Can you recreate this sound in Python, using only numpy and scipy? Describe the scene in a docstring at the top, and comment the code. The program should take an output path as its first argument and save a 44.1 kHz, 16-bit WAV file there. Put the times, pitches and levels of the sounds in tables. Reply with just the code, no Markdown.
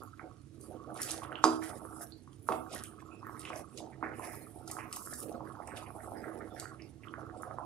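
"""A low hum, dragging wood and plopping bubbles run throughout: thick sweet pulp is stirred in a thin metal pan.
Random clicks shake pan resonances for the drag and set off short cycles in the bowl for the bubbles.
Filtered noise makes the hum, scraping and squeaks; bursts make the spits, pops and wet smacks.
A wooden spatula also knocks on the pan, as a thud, a crack and ringing sines.
A short noise tail echoes in the small tiled kitchen; the microphone's right port faces the pan."""
import sys
import numpy as np
from scipy import signal
from scipy.io import wavfile
from scipy.ndimage import uniform_filter1d

SR = 44100
rng = np.random.default_rng(int(sys.argv[2]) if len(sys.argv) > 2 else 0)


def to_wav(s):
    """Save 16-bit WAV."""
    ch = np.atleast_2d(s).T  # columns
    pcm = np.round(np.clip(ch, -1, 1) * 32767)  # PCM
    wavfile.write(sys.argv[1], SR, pcm.astype(np.int16))


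N = 337365


def amp(db):
    """Turns dB into a gain."""
    return 10 ** (np.asarray(db) / 20)


def evened(x):
    """Scales a sound to an rms of 1."""
    return x / np.sqrt(np.mean(x ** 2) + 1e-20)


def read(points, hz):
    """Reads a two-column table at any pitch, along a logarithmic pitch axis."""
    table_hz, value = np.transpose(points)
    return np.interp(np.log(hz + 1), np.log(table_hz + 1), value)


def curve_at_samples(rows):
    """Joins the points of a time curve with straight lines, one value per sample."""
    s, value = np.transpose(rows)
    return np.interp(np.arange(N) / SR, s, value)


def add(mix, s, sound):
    """Mixes a sound in at time s, cut off where the mix ends."""
    part = mix[..., round(s * SR):][..., :sound.shape[-1]]
    part += sound[..., :part.shape[-1]]


def placed(x, side_db):
    """Two channels whose mean is x, the left side_db above the right."""
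    ratio = amp(side_db)
    return np.array([2 * ratio / (1 + ratio) * x, 2 / (1 + ratio) * x])


def resonate(x, hz, width):
    """A resonance of gain 1: shifts hz down to zero, smooths, and shifts back."""
    turn = np.exp(2j * np.pi * np.cumsum(hz * np.ones(len(x))) / SR)
    memory = np.exp(-np.pi * width / SR)
    smooth = signal.lfilter([1 - memory], [1, -memory], x / turn)
    return 2 * (turn * smooth).real


def band(x, low_hz, high_hz):
    """Keeps the sound between two pitches."""
    sos = signal.butter(3, [low_hz, high_hz], "bandpass", fs=SR, output="sos")
    return signal.sosfilt(sos, x)


def clicks(per_s, spread_db):
    """A random train of clicks of either sign, a few of them large."""
    size = amp(spread_db * np.minimum(rng.exponential(1, N), 5))
    size = size * rng.choice([-1., 1.], N)
    return size * (rng.random(N) < per_s / SR)


def blip(hz, cycles):
    """A cavity bursts: a few cycles that swell and die, with a peak of 1."""
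    u = np.arange(int(4 * cycles * SR / hz) + 8) * hz / SR / cycles
    wave = u ** 2 * np.exp(-4 * u) * np.sin(2 * np.pi * cycles * u)
    return wave / abs(wave).max()


# How alike the two channels of noise are. Each row: pitch in Hz, likeness from 0 to 1.
LIKENESS = [(60, 0.9), (400, 0.93), (1200, 0.53), (3000, 0.05), (12000, 0.36)]
# How noise differs between the microphone ports. Each row: pitch in Hz, left above right in dB.
PORT_BALANCE = [(100, -11.5), (500, -27), (1200, -11), (3000, -2), (9000, -9.5), (14000, 1.5)]


def noise(spectrum_db, frames, size=512, patchy_db=0.):
    """Two partly alike channels of noise, shaped by spectrum_db(hz, s) and by random patches."""
    hz = np.fft.rfftfreq(size, 1 / SR)[:, None]
    s = np.arange(frames) * size / 4 / SR
    a, b, c, d, patches = rng.standard_normal((frames, size // 2 + 1, 5)).T
    patches = uniform_filter1d(patches, size=2, axis=0)
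    patches = evened(uniform_filter1d(patches, size=24, axis=1))
    same = np.clip(read(LIKENESS, hz), -1, 1)
    right = a + 1j * b
    left = same * right + np.sqrt(1 - same ** 2) * (c + 1j * d)
    ratio = amp(read(PORT_BALANCE, hz))
    level = amp(spectrum_db(hz, s) + patchy_db * patches)
    z = np.array([ratio * left, right]) / (1 + ratio) * level
    return signal.istft(z, nperseg=size, noverlap=size * 3 // 4)[1]


def summed(levels_db):
    """Level in dB of sounds heard together: their powers add up."""
    return 10 * np.log10(sum(amp(db) ** 2 for db in levels_db))


def peaked(s, swell, fade, db):
    """A level that climbs 20 dB in swell seconds to its peak at s and falls 20 dB in fade seconds."""
    late = np.arange(N) / SR - s
    drop = np.maximum(late / max(fade, .01), -late / max(swell, .005))
    return np.maximum(db - 20 * drop, -150)


# Spatula blows on the pan. Each row: start in seconds, level in dB, share of treble in dB,
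# extra low ring in dB, basic left above right in dB.
BLOWS = [(1.44, -6, -1, 0, -6), (2.488, -16, -19, -1, -5), (2.521, -23.5, -11, -11, -5),
         (4.027, -23.5, -33, -1, -4)]
BUSY_DB, KNOCK_DB = -55, -15  # usual bubbling and a reference knock


def stirred(curve, usual_db, follow, jolt_db, jolt_follow, t60):
    """Level of a layer: it follows a curve of bubbling, and every knock shakes it up for a moment."""
    jolts = [peaked(s + .005, .005, t60 / 3, jolt_db + jolt_follow * (db - KNOCK_DB))
             for s, db, *_ in BLOWS]
    busy_db = curve_at_samples(curve) - BUSY_DB
    return summed([usual_db + follow * busy_db] + jolts)


# Broad hush of the room. Each row: pitch in Hz, relative level in dB per Hz.
HUSH_SPECTRUM = [(15, -70.5), (25, -48), (97, 26), (127, 7.5), (180, 6), (317, 16), (463, -28),
                 (754, -23.5), (936, -64), (1260, -16), (1440, -5.5), (2350, -8.5), (11000, -16),
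                 (13200, -53), (16000, -65)]
# Room resonances in the hum. Each row: pitch in Hz, width in Hz, level in dB.
HUM_RESONANCES = [(73.55, 5.4, -66), (105.2, 3.4, -62), (130.7, 2.8, -61.5)]
HUSH_DB = -57


def hum():
    """The steady room: a broad hush of noise and three low resonances."""
    hush = noise(lambda hz, s: read(HUSH_SPECTRUM, hz), N // 512 + 5, size=2048)[:, :N]
    drive = rng.standard_normal(N)
    low = sum(amp(db) * evened(resonate(drive, hz, width)) for hz, width, db in HUM_RESONANCES)
    return amp(HUSH_DB) * evened(hush) + placed(low, -11.5)


# Ringing modes of the pan. Each row: pitch in Hz, relative level in dB,
# time to fall 60 dB after a blow in seconds (shorter in the drag and the bubbles).
PAN_MODES = [(248.6, -12, 0.3), (321.8, 0, 0.36), (385, -12, 0.28), (440, -13, 0.3), (635, -15, 0.3),
             (743, -9, 0.2), (904, -16, .26), (1105, -10, 0.2), (1340, -24, 0.3), (3700, -34, 0.24),
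             (4840, -20, 0.22), (4900, -16, 0.22), (5900, -37, 0.34), (7240, -25, 0.24)]
# How busily the pulp bubbles. Each row: time in seconds, busyness in dB (-55 is usual).
BUBBLING = [(0.0, -48.5), (0.149, -79), (0.231, -52.5), (0.47, -74.5), (0.7, -53), (0.83, -58),
            (0.88, -52.5), (1.34, -53), (1.409, -56), (1.73, -52), (2.0, -57), (2.32, -66), (2.66, -58.5),
            (2.75, -53.5), (2.92, -59.5), (3.6, -53.5), (3.68, -65.5), (3.83, -56), (3.96, -56.5),
            (4.28, -53), (4.5, -57.5), (4.81, -54.5), (5.18, -59.5), (5.279, -54), (6.67, -54.5),
            (7.01, -63), (7.07, -57), (7.65, -53.5)]
# How drag, large and middle bubbles (one row for each) follow the stirring.
# Each row: level at usual stirring in dB, dB per dB of stirring, jolt level after a -15 dB knock in dB,
# dB per dB of knock, time for the jolt to fall 60 dB in seconds.
LAYER_RULES = [(-53.5, 1, -36.5, 0.35, 0.28), (-56, 1.79, -42, -0.15, 0.28),
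               (-52.5, 1.15, -43.5, 0.82, 0.25)]
# The spatula leans hard and drags louder.
# Each row: peak time in seconds, 20 dB swell in seconds, 20 dB fade in seconds, level in dB.
LEANS = [(0.7, 0.23, 0.29, -49), (2.752, 0.048, 0.071, -48), (3.3, 0.09, 0.23, -54),
         (3.83, 0.22, 0.086, -49), (5.297, 0.24, 0.27, -46), (6.271, 0.23, 0.43, -46)]
LIFT_S, LIFTED_DB = 7.5, -5.5  # the spatula leaves the pan and the drag drops


def drag():
    """Wood slips over the pan wall in small jerks and shakes its low modes, damped by the pulp."""
    jerks, damping = clicks(900, 3.), 5
    body = sum(amp(db) * resonate(jerks, hz, damping / t60) * np.sqrt(t60)
               for hz, db, t60 in PAN_MODES if hz < 600)
    body = evened(body) + 0.67 * evened(band(jerks, 182, 620))
    lifted = np.clip((np.arange(N) / SR - LIFT_S) * 10, 0, 1)  # takes a tenth of a second
    body = body * amp(LIFTED_DB * lifted)
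    level_db = summed([stirred(BUBBLING, *LAYER_RULES[0])] + [peaked(*row) for row in LEANS])
    return placed(amp(level_db) * evened(body), -14.5)


# Air in the bowl, for large and then middle bubbles. Each row: pitch in Hz, basic width in Hz.
BOWL_AIR = [(660, 405), (1240, 144)]
# How busily the middle bubbles come. Each row: time in seconds, busyness in dB (-55 is usual).
MIDDLE_BUBBLING = [(0.0, -54.5), (0.15, -65.5), (0.19, -63.5), (0.401, -65.5), (0.5, -80), (0.64, -60.5),
                   (1.249, -56), (2.001, -59.5), (2.24, -84), (2.66, -60), (2.73, -58.5), (3.17, -63.5),
                   (3.26, -61.5), (3.6, -59.5), (3.98, -64), (4.27, -60.5), (4.498, -65), (4.79, -56.5),
                   (5.3, -62.5), (5.349, -58), (6.711, -62), (6.971, -75), (7.06, -58.5), (7.65, -60)]
SPLIT_HZ = 600  # parts the low pan modes from the upper ones
PLOP_CYCLES, PLACES_DB, PLOP_RING_DB = 2.2, 6., 11.  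# plop length, sideways shift, pan ring gain


def simmer():
    """Plops of random size come in shared clusters and ring the bowl's air and the pan's middle modes."""
    out = np.zeros((2, N))
    cluster = amp(2.1 * evened(uniform_filter1d(rng.standard_normal(N), size=1100)))
    layers = zip(LAYER_RULES[1:], (BUBBLING, MIDDLE_BUBBLING), BOWL_AIR, (-4.5, -10.5))
    for rule, curve, (bowl_hz, width), side_db in layers:
        plops = np.zeros((2, N))
        for k, hz in enumerate(bowl_hz * np.geomspace(.75, 1.3, 8)):
            plop = np.pad(blip(hz, PLOP_CYCLES), (0, SR // 10))
            for _ in range(2):
                plop = resonate(plop, bowl_hz, 2.33 * width)
            plop = plop + sum(amp(db + PLOP_RING_DB) * resonate(plop, f, 5 / t60)
                              for f, db, t60 in PAN_MODES if SPLIT_HZ < f < 1500)
            train = signal.oaconvolve(clicks(22, 2.76), plop)[:N]
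            # neighbours alternately further left and further right
            plops += placed(train, side_db + PLACES_DB * (-1) ** k)
        plops *= cluster
        out += amp(stirred(curve, *rule)) * plops / plops.mean(0).std()
    return out


# Colour of the smooth hiss. Each row: pitch in Hz, relative level in dB per Hz.
HISS_SPECTRUM = [(2940, -127), (5000, 1.5), (5480, -1.5), (5930, -3.5), (7100, -0.5), (8790, 7),
                 (10200, 11), (11800, 4.5), (12800, -14), (14900, -20.5), (16000, -25)]
# Strokes of wet scraping and sizzle. Each row: peak time in seconds, 20 dB swell in seconds,
# 20 dB fade in seconds, hiss level in dB, dull part in dB, bright part in dB.
# Swell and fade have upper limits in the dull part; so has the fade in the bright part.
SCRAPE_STROKES = [(0.64, 0.1, 0.15, -58.5, -66, -89), (1.023, 0.065, 0.15, -45.5, -45.5, -66),
                  (1.106, 0.15, 0.17, -47.5, -42, -67), (1.449, 0.016, 0.5, -55, -37.5, -81),
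                  (1.641, 0.059, 0.16, -48.5, -51, -63.5), (1.95, 0.43, 0.16, -54.5, -88, -79),
                  (2.021, 0.039, 0.072, -45.5, -61, -57), (2.53, 0.15, 0.23, -53, -79, -64),
                  (2.729, 0.043, 0.4, -68, -46, -72), (3.41, 0.17, 0.075, -58, -56.5, -68.5),
                  (3.49, 0.11, 0.17, -76, -56.5, -91), (3.58, 0.075, 0.079, -49.5, -61, -69),
                  (3.791, 0.18, 0.12, -62.5, -54, -78), (4.249, 0.12, 0.45, -51.5, -62, -68.5),
                  (4.36, 0.12, 0.16, -58, -64, -59), (4.708, 0.096, 0.17, -57.5, -55, -94),
                  (4.94, 0.02, 0.3, -55, -53.5, -71), (5.12, 0.12, 0.16, -46.5, -60.5, -69),
                  (5.23, 0.42, 0.085, -45.5, -60, -55), (5.771, 0.015, 0.1, -55, -52, -87),
                  (6.03, 0.76, 0.96, -58, -84, -80.5), (6.602, 0.038, 0.07, -56, -54.5, -78)]
SIZZLE_DB, DULL_DB = -71, -69  # levels between strokes
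DULL_FADE_S = 0.1  # longest swell or fade of the dull part


def scrape():
    """Gritty hiss of tiny bursts; a dull band swells as the edge digs in, a bright one on bared metal."""
    level_db, dull_db, bright_db = [SIZZLE_DB], [DULL_DB], []
    for s, swell, fade, hiss_peak, dull_peak, bright_peak in SCRAPE_STROKES:
        level_db.append(peaked(s, swell, fade, hiss_peak))
        dull_db.append(peaked(s, min(swell, DULL_FADE_S), min(fade, DULL_FADE_S), dull_peak))
        bright_db.append(peaked(s, swell, min(fade, 0.3), bright_peak))

    def dull_spectrum(hz, s):
        """A flat-topped band around 4500 Hz."""
        return -40 * abs(np.log(hz / 4500 + 0.00096)) ** 15.0

    def bright_spectrum(hz, s):
        """A narrower band around 13200 Hz."""
        return -40 * abs(4.1 * np.log(hz / 13200 + 0.001)) ** 4

    frames, patchy_db = N // 128 + 5, 4.5
    hiss = noise(lambda hz, s: read(HISS_SPECTRUM, hz), frames, patchy_db=patchy_db)[:, :N]
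    dull = noise(dull_spectrum, frames, patchy_db=patchy_db)[:, :N]
    bright = noise(bright_spectrum, frames, patchy_db=patchy_db)[:, :N]
    scratches = evened(band(clicks(350, 3.), 2400, 6500))
    dull = evened(dull) + .6 * placed(scratches, -6)
    grit = 1 + uniform_filter1d(abs(clicks(260, 3.5)), size=40) * 9
    # the edge sticks and slips
    grit *= amp(2.02 * evened(uniform_filter1d(rng.standard_normal(N), size=900)))
    out = amp(summed(level_db)) * evened(grit * hiss)
    out += amp(summed(dull_db)) * evened(grit * dull)
    return out + amp(summed(bright_db)) * evened(grit * bright)


# Spits and ticks. Each row: start in seconds, level of the tick in dB, pitch in Hz,
# left above right in dB, starting level of the spray against the tick in dB.
SPIT_TICKS = [(0.0348, -41, 10900, -1, -14), (0.6111, -41.5, 9000, -6, -9.5),
              (0.9438, -36.5, 9530, -10, -22), (1.0176, -25.5, 9500, 1, -7), (1.03, -30.5, 8700, 1, -1.5),
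              (1.1082, -28.5, 5920, -7, -7.5), (1.1153, -21.5, 9380, -42, -24.5),
              (1.3265, -45.5, 2850, -9, -16.5), (1.3552, -32, 2940, -12, -17.5),
              (2.122, -42.5, 4230, -12, -24), (2.4786, -40.5, 10200, -15, -23), (2.521, -44, 2780, -4, 3),
              (2.734, -43, 5460, -6, -13), (2.7486, -27, 10400, 1, -20.5), (2.8373, -27, 9370, -5, -18.5),
              (2.8569, -46.5, 3050, -8, -24), (3.268, -46, 13000, 34, -11), (3.395, -31, 9100, -12, -27),
              (3.452, -34.5, 2580, -4, -7.5), (3.56, -37.5, 6050, -2, -19.5),
              (3.7751, -39.5, 6520, -43, -5), (4.194, -38, 10270, 0, -18), (4.355, -34.5, 11200, -1, -23),
              (4.6765, -43.5, 8300, -3, 2), (4.7135, -28.5, 9100, -7, -7.5), (4.9272, -32.5, 8400, 0, -3),
              (4.9628, -39.5, 10100, 1, 2), (5.063, -37, 9200, -5, -14.5), (5.136, -28.5, 8500, -2, -12.5),
              (5.674, -35, 8450, -11, -16), (5.773, -44.5, 2500, -13, -2), (6.598, -40.5, 8100, -3, 3),
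              (6.8212, -45, 5200, -4, -13.5), (7.084, -46.5, 3040, -41, -17),
              (7.422, -36, 10100, -3, -16.5)]


def spits():
    """A tick with a gritty spray of droplets around the same pitch, dying away."""
    out, t = np.zeros((2, N)), np.arange(SR // 5) / SR
    chance = rng.standard_normal((len(SPIT_TICKS), len(t)))
    for (s, db, hz, side_db, spray_db), drops in zip(SPIT_TICKS, chance):
        spray = evened(band(drops * abs(drops), 0.53 * hz, min(1.31 * hz, 15000)))
        spray = spray * amp(spray_db - 60 * t / 0.039)
        add(spray, 0, blip(hz, 5.3))
        add(out, s, placed(amp(db) * spray, side_db))
    return out


# Wet smacks as the pulp parts from the pan.
# Each row: start in seconds, level in dB, pitch in Hz, time of the added 60 dB fade in seconds.
WET_SMACKS = [(0.193, -38.5, 1920, 0.074), (0.9815, -39.5, 1770, 1), (1.0865, -33.5, 3340, 0.083),
              (1.23, -44.5, 3000, 0.16), (1.3548, -49.5, 2850, 0.55), (1.619, -37.5, 1890, 0.32),
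              (2.004, -39.5, 1470, 0.25), (2.716, -51.5, 3150, 1), (2.75, -38.5, 1660, 0.33),
              (2.84, -42, 2880, 0.096), (2.9954, -49.5, 2060, 0.1), (3.246, -41.5, 1650, 0.23),
              (3.366, -36, 1870, 0.052), (3.426, -45, 2680, 0.56), (3.472, -40, 2960, 0.18),
              (3.5159, -36, 2064, 0.23), (3.9215, -42.5, 1860, 0.11), (4.0291, -35.5, 1850, 0.43),
              (4.134, -45.5, 2240, .5), (4.2196, -43.5, 2110, 0.75), (4.2875, -48.5, 1945, 0.53),
              (4.698, -40, 2070, 0.068), (4.784, -35, 2200, 0.24), (4.9255, -32.5, 2660, 0.042),
              (5.126, -32, 1550, 0.075), (5.465, -40, 1630, 0.11), (5.619, -46.5, 1740, 0.13),
              (5.6756, -46, 2260, 0.66), (5.7175, -34.5, 1760, 0.22), (5.861, -39.5, 2380, 0.048),
              (5.9953, -42, 1910, 0.18), (6.1509, -45.5, 1700, 1), (6.236, -41.5, 1710, 0.27),
              (6.4037, -40.5, 1710, 0.14), (6.563, -43, 1770, 0.57), (6.795, -47, 2380, 0.3),
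              (7.0343, -40, 2440, 0.064)]


def smacks():
    """Each smack starts at once and crackles out in a steep-sided band, for half a second at most."""
    t, out = np.arange(SR // 2) / SR, np.zeros(N)
    crackle = clicks(1000, 3.)
    for s, db, hz, t60 in WET_SMACKS:
        part = np.roll(crackle, -round(s * SR))[:len(t)]
        part = band(part, 0.74 * hz, 1.28 * hz)
        part = band(part, 0.47 * hz, 1.15 * hz)
        part = band(part, 200, 2.35 * hz)
        fade = amp(db - 60 * t / max(t60, .03))
        add(out, s, fade * part / np.percentile(abs(part), 99))
    return placed(out, -12.0)


# Single bubbles. Each row: start in seconds, level in dB, starting pitch in Hz, left above right in dB.
SINGLE_BUBBLES = [(0.196, -37, 1267, -14), (1.221, -37, 1050, -12), (1.2494, -35.5, 1280, -7),
                  (1.32, -33, 1470, -9), (1.326, -38, 1420, -4), (1.355, -41.5, 990, -4),
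                  (1.851, -36.5, 1150, -7), (2.008, -38, 654, -4), (2.276, -40.5, 1120, -1),
                  (2.736, -37, 706, -4), (3.025, -42.5, 1040, -25), (3.229, -37.5, 1040, -6),
                  (3.268, -35, 1250, -5), (3.295, -34.5, 1090, -6), (3.348, -39, 1220, -8),
                  (3.476, -39, 1190, -17), (3.503, -31, 1103, -2), (3.804, -37.5, 697, -4),
                  (4.062, -33, 1395, -3), (4.196, -32.5, 990, -9), (4.335, -41, 850, -19),
                  (4.7, -40.5, 770, -6), (4.768, -32.5, 1210, -13), (4.786, -32, 1039, -4),
                  (4.969, -37, 1050, -26), (5.073, -37, 1360, -5.5), (5.125, -40.5, 603, -3),
                  (5.406, -34, 940, -6), (5.571, -40.5, 950, -8), (5.602, -37, 790, -29),
                  (5.686, -36.5, 870, -8), (5.904, -39, 1100, -11), (5.826, -37.5, 1000, -6),
                  (5.963, -38, 796, -8), (6.075, -39, 840, -6), (6.119, -32.5, 725, 0),
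                  (6.656, -33.5, 1400, -15), (7.05, -45, 1220, -10), (7.139, -31, 1390, -10),
                  (7.182, -38.5, 630, -9), (7.23, -42.5, 1190, -14), (7.298, -40.5, 1360, -14),
                  (7.433, -31, 1243, -11.5), (7.511, -35.5, 1220, -22), (7.585, -28.5, 986, -12)]
POP_RING_DB = -10.  # ring of a pop against its burst


def pops():
    """Single bubbles burst at their own pitch and place, each ringing briefly at a rising pitch."""
    out, t = np.zeros((2, N)), np.arange(SR // 12) / SR
    for s, db, hz, side_db in SINGLE_BUBBLES:
        rising = np.sin(2 * np.pi * hz * (t + 2.8 * t ** 2))
        pop = amp(POP_RING_DB - 60 * t / 0.049) * rising * np.minimum(t * hz / 2, 1)
        add(pop, 0, blip(hz, 1.7))
        add(out, s, placed(amp(db) * pop, side_db))
    return out


LOW_SIDE_DB, THUD_SIDE_DB = 2., -5.5  # low modes lie nearer the middle, the thud further right


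def knocks():
    """A thud in the bowl, a crack, and the pan's modes ringing; each blow has its own share of treble."""
    out, t = np.zeros((2, N)), np.arange(SR) / SR
    chance = rng.random((len(BLOWS), len(PAN_MODES), 3))
    rattle = rng.standard_normal((len(BLOWS), SR))
    split = np.array([-.017, 0, .023])[:, None]  # the dented pan splits each upper mode in three
    swell = 1 - np.exp(-t / .004), 1 - np.exp(-t / .05)  # upper modes start fast, low ones build up
    for (s, db, treble_db, low_db, side_db), luck, hiss in zip(BLOWS, chance, rattle):
        ring = np.zeros((2, SR))  # upper modes, low modes
        for (hz, level, t60), phase in zip(PAN_MODES, luck):
            low = int(hz < SPLIT_HZ)
            detune = (1 - low) * (hz * split * t + phase[:, None])
            lines = np.sin(2 * np.pi * (hz * t + detune)).sum(0)
            mode_db = level - 17 + treble_db * (hz > 2500) + low_db * low
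            ring[low] += amp(mode_db - 60 * t / t60) * lines * swell[low]
        crack = band(hiss, 3470, 7100) * amp(treble_db - 3.0 - 60 * t / 0.024)
        crack = crack * (1 - np.exp(-t / 0.0024))
        # pulp shaken by the blow
        splash = evened(band(hiss, 220, 1200)) * amp(-24.0 - 60 * t / 0.14)
        add(out, s, placed(amp(db) * blip(1100, 2.0), side_db + THUD_SIDE_DB))
        add(out, s, placed(amp(db) * (ring[0] + crack), side_db))
        add(out, s, placed(amp(db) * (ring[1] + splash * swell[0]), side_db + LOW_SIDE_DB))
    return out


# Squeaks of wet wood on metal.
# Each row: start in seconds, level in dB, pitch in Hz, time to fall 60 dB in seconds.
WOOD_SQUEAKS = [(2.123, -54, 4370, 0.087), (3.113, -61, 2570, 0.36), (6.505, -70, 3484, .4)]


def squeaks():
    """Rubbing noise in one narrow resonance, filtered twice, that fades."""
    out, t = np.zeros(N), np.arange(SR // 4) / SR
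    rubs = rng.standard_normal((len(WOOD_SQUEAKS), len(t)))
    for (s, db, hz, t60), rub in zip(WOOD_SQUEAKS, rubs):
        tone = evened(resonate(resonate(rub, hz, 200), hz, 200))
        add(out, s, amp(db - 60 * t / max(t60, .03)) * tone)
    return placed(out, -26.5)


# How long the kitchen echoes. Each row: pitch in Hz, time to fall 60 dB in seconds.
KITCHEN_DECAY = [(300, 0.38), (1000, 0.44), (4000, 0.31), (12000, 0.32)]


def kitchen(x):
    """A noise tail that builds up over some milliseconds, each band dying at its own speed."""
    tail = noise(lambda hz, s: -60 * s / read(KITCHEN_DECAY, hz), 300, size=256)[:, 128:]
    tail *= 1 - np.exp(-np.arange(tail.shape[1]) / SR / 0.0082)
    tail = tail / np.linalg.norm(tail.mean(0))
    return signal.fftconvolve(x.mean(0)[None], tail, axes=1)[:, :N]


def scene():
    """Blows and bubbles echo in the kitchen over the scraping, drag and hum."""
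    blows, hits = knocks(), pops() + spits()
    bubbles = simmer() + smacks() + squeaks()
    blow_echo_db, hit_echo_db, bubble_echo_db = -11, -5.5, -7.5
    echo = kitchen(amp(blow_echo_db) * blows + amp(hit_echo_db) * hits + amp(bubble_echo_db) * bubbles)
    return blows + hits + bubbles + echo + scrape() + drag() + hum()


# Phase between the ports. Each row: pitch in Hz, turn of the left port ahead in radians.
PORT_LEAD = [(100, 0.05), (700, 0.15), (1290, 0.7), (2200, 0.3), (9000, 1.2), (13000, .8)]
EDGE_HZ = 15700  # top of the sound


def record(dry):
    """The two ports differ in phase; a suppressor lowers bands near their quiet level; then the band limit."""
    hz, _, z = signal.stft(dry, SR, nperseg=1024, noverlap=768)
    lead = read(PORT_LEAD, hz)[:, None]
    z[0] *= np.exp(1j * lead)
    z[1] *= np.exp(-1j * 0.62 * lead)  # the right port turns back by less
    power = uniform_filter1d((abs(z) ** 2).mean(0), size=7, axis=0)
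    power = uniform_filter1d(power, size=5, axis=1)
    quiet_power = np.percentile(power, 15, axis=1)[:, None]
    over_db = 10 * np.log10(power / quiet_power + 1e-9)
    closeness = np.clip(2.0 - over_db / 3.63, 0, 1)
    z *= amp(-8. * closeness * (hz > 450)[:, None])  # up to 8 dB lower, above the bass only
    quieted = signal.istft(z, SR, nperseg=1024, noverlap=768)[1][:, :N]
    low_pass = signal.firwin(511, EDGE_HZ, window=("kaiser", 9), fs=SR)
    return signal.oaconvolve(quieted, low_pass[None], "same")


dry = scene()
out = record(dry)
to_wav(out)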